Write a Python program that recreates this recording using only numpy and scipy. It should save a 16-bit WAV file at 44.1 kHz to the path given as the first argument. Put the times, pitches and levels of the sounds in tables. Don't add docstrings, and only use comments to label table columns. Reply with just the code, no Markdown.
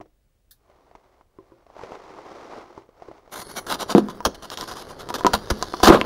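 import sys
import numpy as np
from scipy import signal
from scipy.fft import rfft, irfft, next_fast_len
from scipy.io import wavfile
from scipy.ndimage import uniform_filter1d, map_coordinates

SR = 44100
rng = np.random.default_rng(int(sys.argv[2]) if len(sys.argv) > 2 else 0)


def master(y):
    cut = np.clip(np.atleast_2d(y).T, -1, 1)
    pcm = np.round(cut * 32767)
    wavfile.write(sys.argv[1], SR, pcm.astype(np.int16))


N = 267157
TIME = np.arange(N) / SR


def amp(db):
    return 10 ** (np.asarray(db) / 20)


def unit(x):
    return x / np.sqrt(np.mean(x ** 2) + 1e-20)


def struck(x):
    return x / np.sqrt(np.mean(x[:round(0.006 * SR)] ** 2) + 1e-20)


def along(points, hz):
    f, v = np.transpose(points)
    return np.interp(np.log(hz + 1), np.log(f + 1), v)


def curves(rows):
    s, *cols = np.transpose(rows)
    return [np.interp(TIME, s, c) for c in cols]


def wobble(rate):
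    knots = rng.standard_normal(int(N * rate / SR) + 4)
    return map_coordinates(knots, [TIME * rate])


def add(track, s, sound):
    part = track[round(s * SR):][:len(sound)]
    part += sound[:len(part)]


def colour(x, spectrum, size=4096):
    level_db = along(spectrum, np.fft.rfftfreq(size, 1 / SR))
    cepstrum = irfft(np.log(amp(level_db)))
    cepstrum[1:size // 2] *= 2
    cepstrum[size // 2 + 1:] = 0
    response = irfft(np.exp(rfft(cepstrum)))
    return signal.fftconvolve(x, response / np.linalg.norm(response))[:len(x)]


def resonate(x, peaks):
    f = np.fft.rfftfreq(SR // 4, 1 / SR)
    response = irfft(sum(amp(db) * 1j * f * w / (c * c - f * f + 1j * f * w) for c, w, db in peaks))
    return signal.fftconvolve(x, response / np.linalg.norm(response))[:N]


def grains(rate, spread_db, clump_db):
    sizes = amp(spread_db * np.minimum(rng.exponential(size=N), 4))
    hits = (rng.random(N) < rate / SR) * rng.choice([-1, 1], N)
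    return unit(hits * sizes * amp(clump_db * wobble(230)))


def ring(modes, t, scatter_db, detune):
    out = 0
    for hz, db, t60 in modes:
        strength, pitch = rng.standard_normal(2)
        decay = amp(db + scatter_db * strength - 60 * t / t60)
        out = out + decay * np.sin(2 * np.pi * hz * (1 + detune * pitch) * t)
    return out


def radiated(x):
    return signal.sosfilt(signal.butter(4, 170, "highpass", fs=SR, output="sos"), x)


def stroke(start, hold, rise, t60):
    swell_db = -20 * (np.maximum(start - TIME, 0) / max(rise, 1e-4)) ** 1.4
    fade_db = -60 * np.maximum(TIME - start - hold, 0) / t60
    return amp(np.maximum(swell_db + fade_db, -150))


# f/Hz, relative level/dB
QUIET_SPECTRUM = [(15, -29), (25, 6), (56, -1), (185, -15.5), (301, -19.5), (416, -20), (530, -20),
                  (961, -29.5), (16000, -40)]


def quiet_room():
    return amp(-65.5) * colour(rng.standard_normal(N), QUIET_SPECTRUM)


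# t/s, level/dB
BOWL_BUMPS = [(0.002, -41), (1.387, -38.5), (1.52, -45), (2.777, -40), (3.087, -40)]
# f/Hz, relative level/dB, t60/s
BASE_RINGING = [(122, -17.5, 0.3), (333.7, 0, 0.16), (384, 0, 0.089), (527.5, -11, 0.19),
                (1007, -2.5, 0.052)]


def bowl_bumps():
    out, t = np.zeros(N), np.arange(SR // 2) / SR
    for s, db in BOWL_BUMPS:
        add(out, s, amp(db) * struck(ring(BASE_RINGING, t, scatter_db=2, detune=0.02)))
    return out


# t/s (sounds 2.04 ms later), relative level/dB, tap f/Hz
JACKET_FOLDS = [(0.009, -28.5, 710), (0.056, -43, 470), (0.697, -43, 647), (0.911, -38.5, 700),
                (0.95, -33, 915), (1.209, -43, 1000), (1.664, -40.5, 680), (1.699, -37.5, 765),
                (1.764, -32, 660), (1.791, -30, 900), (1.812, -30, 860), (1.833, -22.5, 473),
                (1.918, -25.5, 750), (2.185, -31, 930), (2.533, -29.5, 958), (2.583, -28, 456),
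                (2.776, -30, 900), (2.888, -38, 486), (3.02, -28, 710), (3.083, -31, 490),
                (3.112, -29, 624), (3.275, -37.5, 650)]
# f/Hz, relative level/dB
CLOTH_SPECTRUM = [(40, -18), (220, -8), (350, 1), (750, -1), (1150, -4), (1700, -15), (2100, -14),
                  (2600, -21), (5800, -25), (8000, -37), (11000, -43), (16000, -55)]


def jacket_folds():
    out, t = np.zeros(N), np.arange(SR // 8) / SR
    for s, db, hz in JACKET_FOLDS:
        rub = rng.standard_normal(len(t)) * (amp(-60 * t / 0.04) + amp(-12 - 60 * t / 0.089))
        tap = np.sin(2 * np.pi * hz * t) * amp(-60 * t * hz / 11)
        flip = struck(colour(rub, CLOTH_SPECTRUM)) + 2.15 * struck(tap)
        add(out, s + 0.00204, amp(db - 8.5) * struck(flip))
    return out


# t/s, hold/s, relative level/dB
JACKET_RUBS = [(0.7, 0.49, -58.5), (1.412, 0.21, -58.5), (1.828, .13, -39.5), (2.052, 0.21, -42),
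               (2.32, .3, -39), (2.72, 0.078, -47.5), (3.021, 0.16, -49.5), (3.28, 0.035, -53.5)]
RUB_RISE_S, RUB_T60_S = 0.14, 0.34


def jacket_rubs():
    power = sum((amp(db) * stroke(s, hold, RUB_RISE_S, RUB_T60_S)) ** 2 for s, hold, db in JACKET_RUBS)
    friction = grains(rate=6000, spread_db=0.5, clump_db=1.9)
    return colour(amp(-3) * np.sqrt(power) * friction, CLOTH_SPECTRUM)


# t/s, level/dB
BRIGHT_TICKS = [(0.51, -44.5)]
# f/Hz, relative level/dB
TICK_SPECTRUM = [(500, -35), (1700, 7.5), (2400, -21), (3700, 9), (8000, 0.5), (11500, 8), (15000, 7.5)]


def bright_tick():
    out, t = np.zeros(N), np.arange(SR // 8) / SR
    for s, db in BRIGHT_TICKS:
        burst = rng.standard_normal(len(t)) * amp(-60 * t / 0.11)
        add(out, s, amp(db) * colour(burst, TICK_SPECTRUM))
    return out


RELEASE_DB, RELEASE_S, SUDDEN_S = 6.5, 0.0027, 0.0053
SLIP_T60_S = 0.047


def slip(s, hold, rise):
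    release_db = RELEASE_DB * np.exp(-rise / SUDDEN_S - np.abs(TIME - s) / RELEASE_S)
    return amp(release_db) * stroke(s, hold, rise, SLIP_T60_S)


# t/s, hold/s, rise/s, relative level/dB
BLADE_SLIPS = [(3.325, 0.097, 0.012, -41.5), (3.495, 0.021, 0.011, -45), (3.57, .019, 0.017, -32.5),
               (3.666, .025, 0.00098, -40.5), (3.705, .043, 0.025, -28.5), (3.804, 0.024, 0.016, -29.5),
               (3.905, 0.019, 0.02, -27), (3.981, 0.01, .001, -32), (4.098, 0.012, 0.0054, -41.5),
               (4.252, 0.011, .0013, -23), (4.347, 0.0084, 0.0034, -45), (4.424, 0.031, 0.0011, -42.5),
               (4.517, .023, .007, -39), (4.576, 0.063, .003, -40), (4.677, 0.052, .003, -39),
               (4.762, .063, 0.019, -42.5), (4.894, 0.021, 0.012, -43), (5.004, .016, 0.023, -41.5),
               (5.097, 0.007, .002, -36.5), (5.141, 0.018, .0005, -30), (5.184, 0.012, .003, -37.5),
               (5.335, 0.017, 0.00074, -22.5), (5.502, 0.006, 0.00045, -22), (5.831, 0.033, 0.0021, -17),
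               (5.869, .022, 0.0048, -18)]
SLIP_BLOCK_DB, SLIP_BOWL_DB = 3, -4.5
# t/s, hold/s, block relative level/dB, bowl relative level/dB
ICE_LURCHES = [(3.956, 0.012, -27.5, -13.5), (4.257, 0.0056, -46, -20), (5.264, .002, -25, -23),
               (5.871, 0.025, -8, -8.5), (5.922, 0.027, -13, -11)]
LURCH_RISE_S, LURCH_T60_S, LURCH_GRIT_DB = 0.0014, 0.13, -27.5


def crushing():
    slips = sum((amp(db) * slip(s, hold, rise)) ** 2 for s, hold, rise, db in BLADE_SLIPS)
    power = np.outer(amp([0, SLIP_BLOCK_DB, SLIP_BOWL_DB]) ** 2, slips)
    for s, hold, block_db, bowl_db in ICE_LURCHES:
        gains = amp([bowl_db + LURCH_GRIT_DB, block_db, bowl_db])
        power += np.outer(gains, stroke(s, hold, LURCH_RISE_S, LURCH_T60_S)) ** 2
    return np.sqrt(power)


def shifting(x, depth_db):
    z = signal.stft(x, nperseg=512)[2]
    field = uniform_filter1d(rng.standard_normal(z.shape), size=3, axis=0)
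    field = uniform_filter1d(field, size=18, axis=1)
    gain = amp(depth_db * np.clip(unit(field), -2, 2))
    return signal.istft(z * unit(gain), nperseg=512)[1][:N]


# f/Hz, relative level/dB
SOFT_SPECTRUM = [(2500, -3), (4500, 1.5), (7000, -5.5), (11000, -2.5), (15000, -13)]
# f/Hz, relative level/dB
GRIT_SPECTRUM = [(600, -42), (1700, 0), (2400, -15), (3100, -0.5), (3900, -1.5), (5000, -0.5), (6400, -5.5),
                 (8000, -14), (9000, -16), (10600, -18), (12600, -20), (14000, -26), (15200, -18.5)]
# f/Hz, width/Hz, relative level/dB
SPOON_RESONANCES = [(1265, 42, 5), (2054, 62, 3), (2235, 130, 5.5), (3580, 46, -21), (4120, 31, -27),
                    (4420, 110, 2.5), (4420, 38, -14), (5420, 170, -11), (5800, 99, 6), (6200, 250, -1),
                    (6780, 100, 0), (8730, 550, -1), (9380, 200, -0.5), (9970, 80, 3.5), (11280, 1400, -4)]
SINK_START_S, SINK_END_S = 3.62, 3.73
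BLADE_FREE_DB, BLADE_BURIED_DB = 2, -7.5


def blade_grit(grit, crush, creep_db, pressed):
    soft = amp(creep_db - 6.5) * colour(pressed, SOFT_SPECTRUM)
    fine = amp(-4) * grit * crush + soft
    blade_db = np.interp(TIME, [SINK_START_S, SINK_END_S], [BLADE_FREE_DB, BLADE_BURIED_DB])
    blade = resonate(fine * amp(blade_db), SPOON_RESONANCES)
    return shifting(colour(fine, GRIT_SPECTRUM) + blade, depth_db=3)


# f/Hz, relative level/dB
BLOCK_SPECTRUM = [(150, -27), (400, -11.5), (600, 4.5), (1150, 6.5), (1450, 1.5), (1850, -10.5),
                  (2300, -12), (4000, -11.5), (9000, -99.5)]
# f/Hz, relative level/dB, t60/s
BLOCK_RINGING = [(382, -16.5, 0.093), (524, 8, 0.024), (554, -31, 0.024), (735, 15.5, 0.042),
                 (1016, 20, 0.052), (1058, 9, 0.025), (1230, 17, 0.029), (1450, -6.5, 0.029)]


def ice_block(block, crush):
    peaks = [(hz, np.log(1000) / (np.pi * t60), db) for hz, db, t60 in BLOCK_RINGING]
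    ringing = resonate(block * grains(rate=3000, spread_db=2.5, clump_db=1), peaks)
    return amp(-2.5) * colour(block * crush, BLOCK_SPECTRUM) + amp(-8) * ringing


# f/Hz, relative level/dB
BOWL_SPECTRUM = [(25, -55), (70, -29), (135, -11), (200, 3), (340, 0.5), (500, 2.5), (750, -11.5),
                 (1500, -20.5), (4000, -107)]


def bowl_lumps(bowl):
    lumps = grains(rate=2500, spread_db=1, clump_db=2)
    return amp(-0.5) * colour(bowl * lumps, BOWL_SPECTRUM)


# t/s, grit relative level/dB, block relative level/dB
PRESSURE = [(3.3, -52, -43), (3.54, -55.5, -44.5), (3.72, -69, -39.5), (3.9, -55, -41.5),
            (4.03, -58.5, -40), (4.36, -60, -45), (4.62, -45.5, -40.5), (4.97, -57, -40),
            (5.27, -49, -36.5), (5.57, -46.5, -37.5), (5.87, -44, -39), (6.05, -45.5, -28)]
# f/Hz, relative level/dB
CREAK_SPECTRUM = [(25, -7), (60, -5.5), (140, -6.5), (250, -9.5), (380, -1), (700, -9.5), (1300, -12.5),
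                  (2300, -27.5), (5000, -66)]
CRACKLE_PER_S, CRACKLE_DB, CRACKLE_SPREAD_DB = 40, -7, 2


def digging():
    grit, block, bowl = crushing()
    creep_db, creak_db = curves(PRESSURE)
    touching = np.clip((TIME - PRESSURE[0][0]) / 0.066, 0, 1)
    crush = grains(rate=9000, spread_db=4.5, clump_db=2)
    creep = grains(rate=2000, spread_db=2.5, clump_db=1)
    crackle = amp(CRACKLE_DB) * grains(CRACKLE_PER_S, CRACKLE_SPREAD_DB, clump_db=3.5)
    pressed = touching * (creep + crackle)
    creak = colour(amp(creak_db - 3) * pressed, CREAK_SPECTRUM)
    return blade_grit(grit, crush, creep_db, pressed) + ice_block(block, crush) + creak + bowl_lumps(bowl)


SING_HZ, SING_DB = 10180, -49
SING_S, SING_RISE_S, SING_FADE_DB_PER_S = 3.4, 0.03, 40


def singing():
    phase = 2 * np.pi * SING_HZ * TIME + wobble(130)
    level_db = SING_DB + 2 * wobble(50)
    gain = amp(level_db) * stroke(SING_S, 0, SING_RISE_S, 60 / SING_FADE_DB_PER_S)
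    return gain * np.sqrt(2) * np.sin(phase)


# t/s, relative level/dB, depth (0 surface, 1 bowl wall)
FRACTURES = [(3.8954, -25.5, 0.52), (3.95, -11, 0.83), (3.982, -11, 0.81), (4.086, -29, 0.4),
             (4.2051, -28, 0.47), (4.502, -35, 0.012), (4.574, -32, 0), (4.611, -31.5, 0),
             (4.628, -32, 0.72), (4.7204, -34.5, 0.17), (5.089, -31.5, .25), (5.104, -24.5, 0.62),
             (5.209, -26, .4), (5.2478, -16, 0.75), (5.258, -16, 0.793), (5.266, -7.5, 0.34),
             (5.6258, -18.5, 0.22), (5.7393, -23, 0.68), (5.8029, -25.5, 0.4), (5.834, -14.5, 0.77),
             (5.902, 2.5, 0.98), (6.015, -23.5, .73)]
# depth, grit/dB, block/dB, bowl/dB
FRACTURE_MIX = [(0, 1.5, -7, -22), (.25, -6.5, -1, -34), (.5, -23, -1.5, -31), (.75, -28, 2, 2),
                (1, -21, -51, 2)]
# f/Hz, relative level/dB, t60/s
WALL_RINGING = [(157, -9, 0.013), (227, -3.5, 0.029), (342.4, 4.5, 0.043), (463, -7.5, 0.041),
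                (698, -6.5, 0.038)]


def cracking():
    out, t = np.zeros(N), np.arange(SR // 8) / SR
    depths, *parts = np.transpose(FRACTURE_MIX)
    for s, db, depth in FRACTURES:
        grit_db, block_db, bowl_db = [db + np.interp(depth, depths, part) for part in parts]
        splinters = rng.standard_normal(len(t)) * (amp(-60 * t / 0.0029) + amp(-18 - 60 * t / 0.045))
        snap = struck(colour(splinters, GRIT_SPECTRUM))
        knock = struck(ring(BLOCK_RINGING, t, scatter_db=3, detune=0.03))
        push = struck(radiated(ring(WALL_RINGING, t, scatter_db=2, detune=0.03)))
        add(out, s, amp(grit_db) * snap + amp(block_db) * knock + amp(bowl_db) * push)
    return out


# t/s, ring relative level/dB, thump relative level/dB
BOWL_JOLTS = [(3.95, -6.5, -45), (4.262, -45, -21.5), (5.268, -41, -35), (5.336, -28.5, -21),
              (5.513, -26, -13.5), (5.832, -29, -16), (5.889, -7.5, -9)]
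# f/Hz, relative level/dB, t60/s
BOWL_RINGING = [(202, -4, 0.079), (211, 1, 0.29), (249.5, -5.5, 0.3), (298, 3.5, 0.077), (322, -13, 0.22),
                (351, -7, 0.32), (453, -5.5, 0.083), (690, -7.5, 0.077)]
THUMP_HZ, THUMP_T60_S, THUMP_RISE_S = 62, 0.057, 0.0042


def bowl_jolts():
    out, t = np.zeros(N), np.arange(SR // 2) / SR
    for s, ring_db, thump_db in BOWL_JOLTS:
        boom = struck(radiated(ring(BOWL_RINGING, t, scatter_db=1, detune=0.0094)))
        swell = 1 - np.exp(-t / THUMP_RISE_S)
        thump = np.sin(2 * np.pi * THUMP_HZ * t) * amp(-60 * t / THUMP_T60_S) * swell
        add(out, s, amp(ring_db + 0.5) * boom + amp(thump_db + 7.5) * thump)
    return out


# t/s, level/dB
CHIP_LANDINGS = [(6.0135, -18)]
# f/Hz, relative level/dB, t60/s
CHIP_RINGING = [(1670, -13, 0.013), (2190, 2, 0.0091), (2700, 5, 0.0073), (3280, -6, 0.012)]


def chip_landing():
    out, t = np.zeros(N), np.arange(SR // 8) / SR
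    for s, db in CHIP_LANDINGS:
        add(out, s, amp(db) * struck(ring(CHIP_RINGING, t, scatter_db=2, detune=0.03)))
    return out


# f/Hz, t60/s
ROOM_DECAY = [(150, 0.59), (1000, 0.17), (5000, 0.28), (14000, 0.12)]


def room(x):
    hz, t, z = signal.stft(rng.standard_normal(SR // 2), SR, nperseg=256)
    decay = amp(-60 * t / along(ROOM_DECAY, hz)[:, None])
    tail = signal.istft(z * decay, SR, nperseg=256)[1]
    delayed = np.pad(x, (SR // 200, 0))
    return signal.fftconvolve(delayed, tail / np.linalg.norm(tail))[:N]


def scene():
    jacket = jacket_folds() + jacket_rubs()
    bowl = bowl_bumps() + bowl_jolts()
    ice = digging() + singing() + cracking() + chip_landing()
    close = jacket + bowl + ice + bright_tick()
    return (close + amp(-21) * room(close) + quiet_room())[None]


TOP_HZ = 15650


def record(dry):
    size = next_fast_len(N + SR // 4)
    passband = np.fft.rfftfreq(size, 1 / SR) < TOP_HZ
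    saturated = dry / (1 + np.abs(dry) ** 6) ** (1 / 6)
    return irfft(rfft(saturated, size) * passband, size)[..., :N]


dry = scene()
out = record(dry)
master(out)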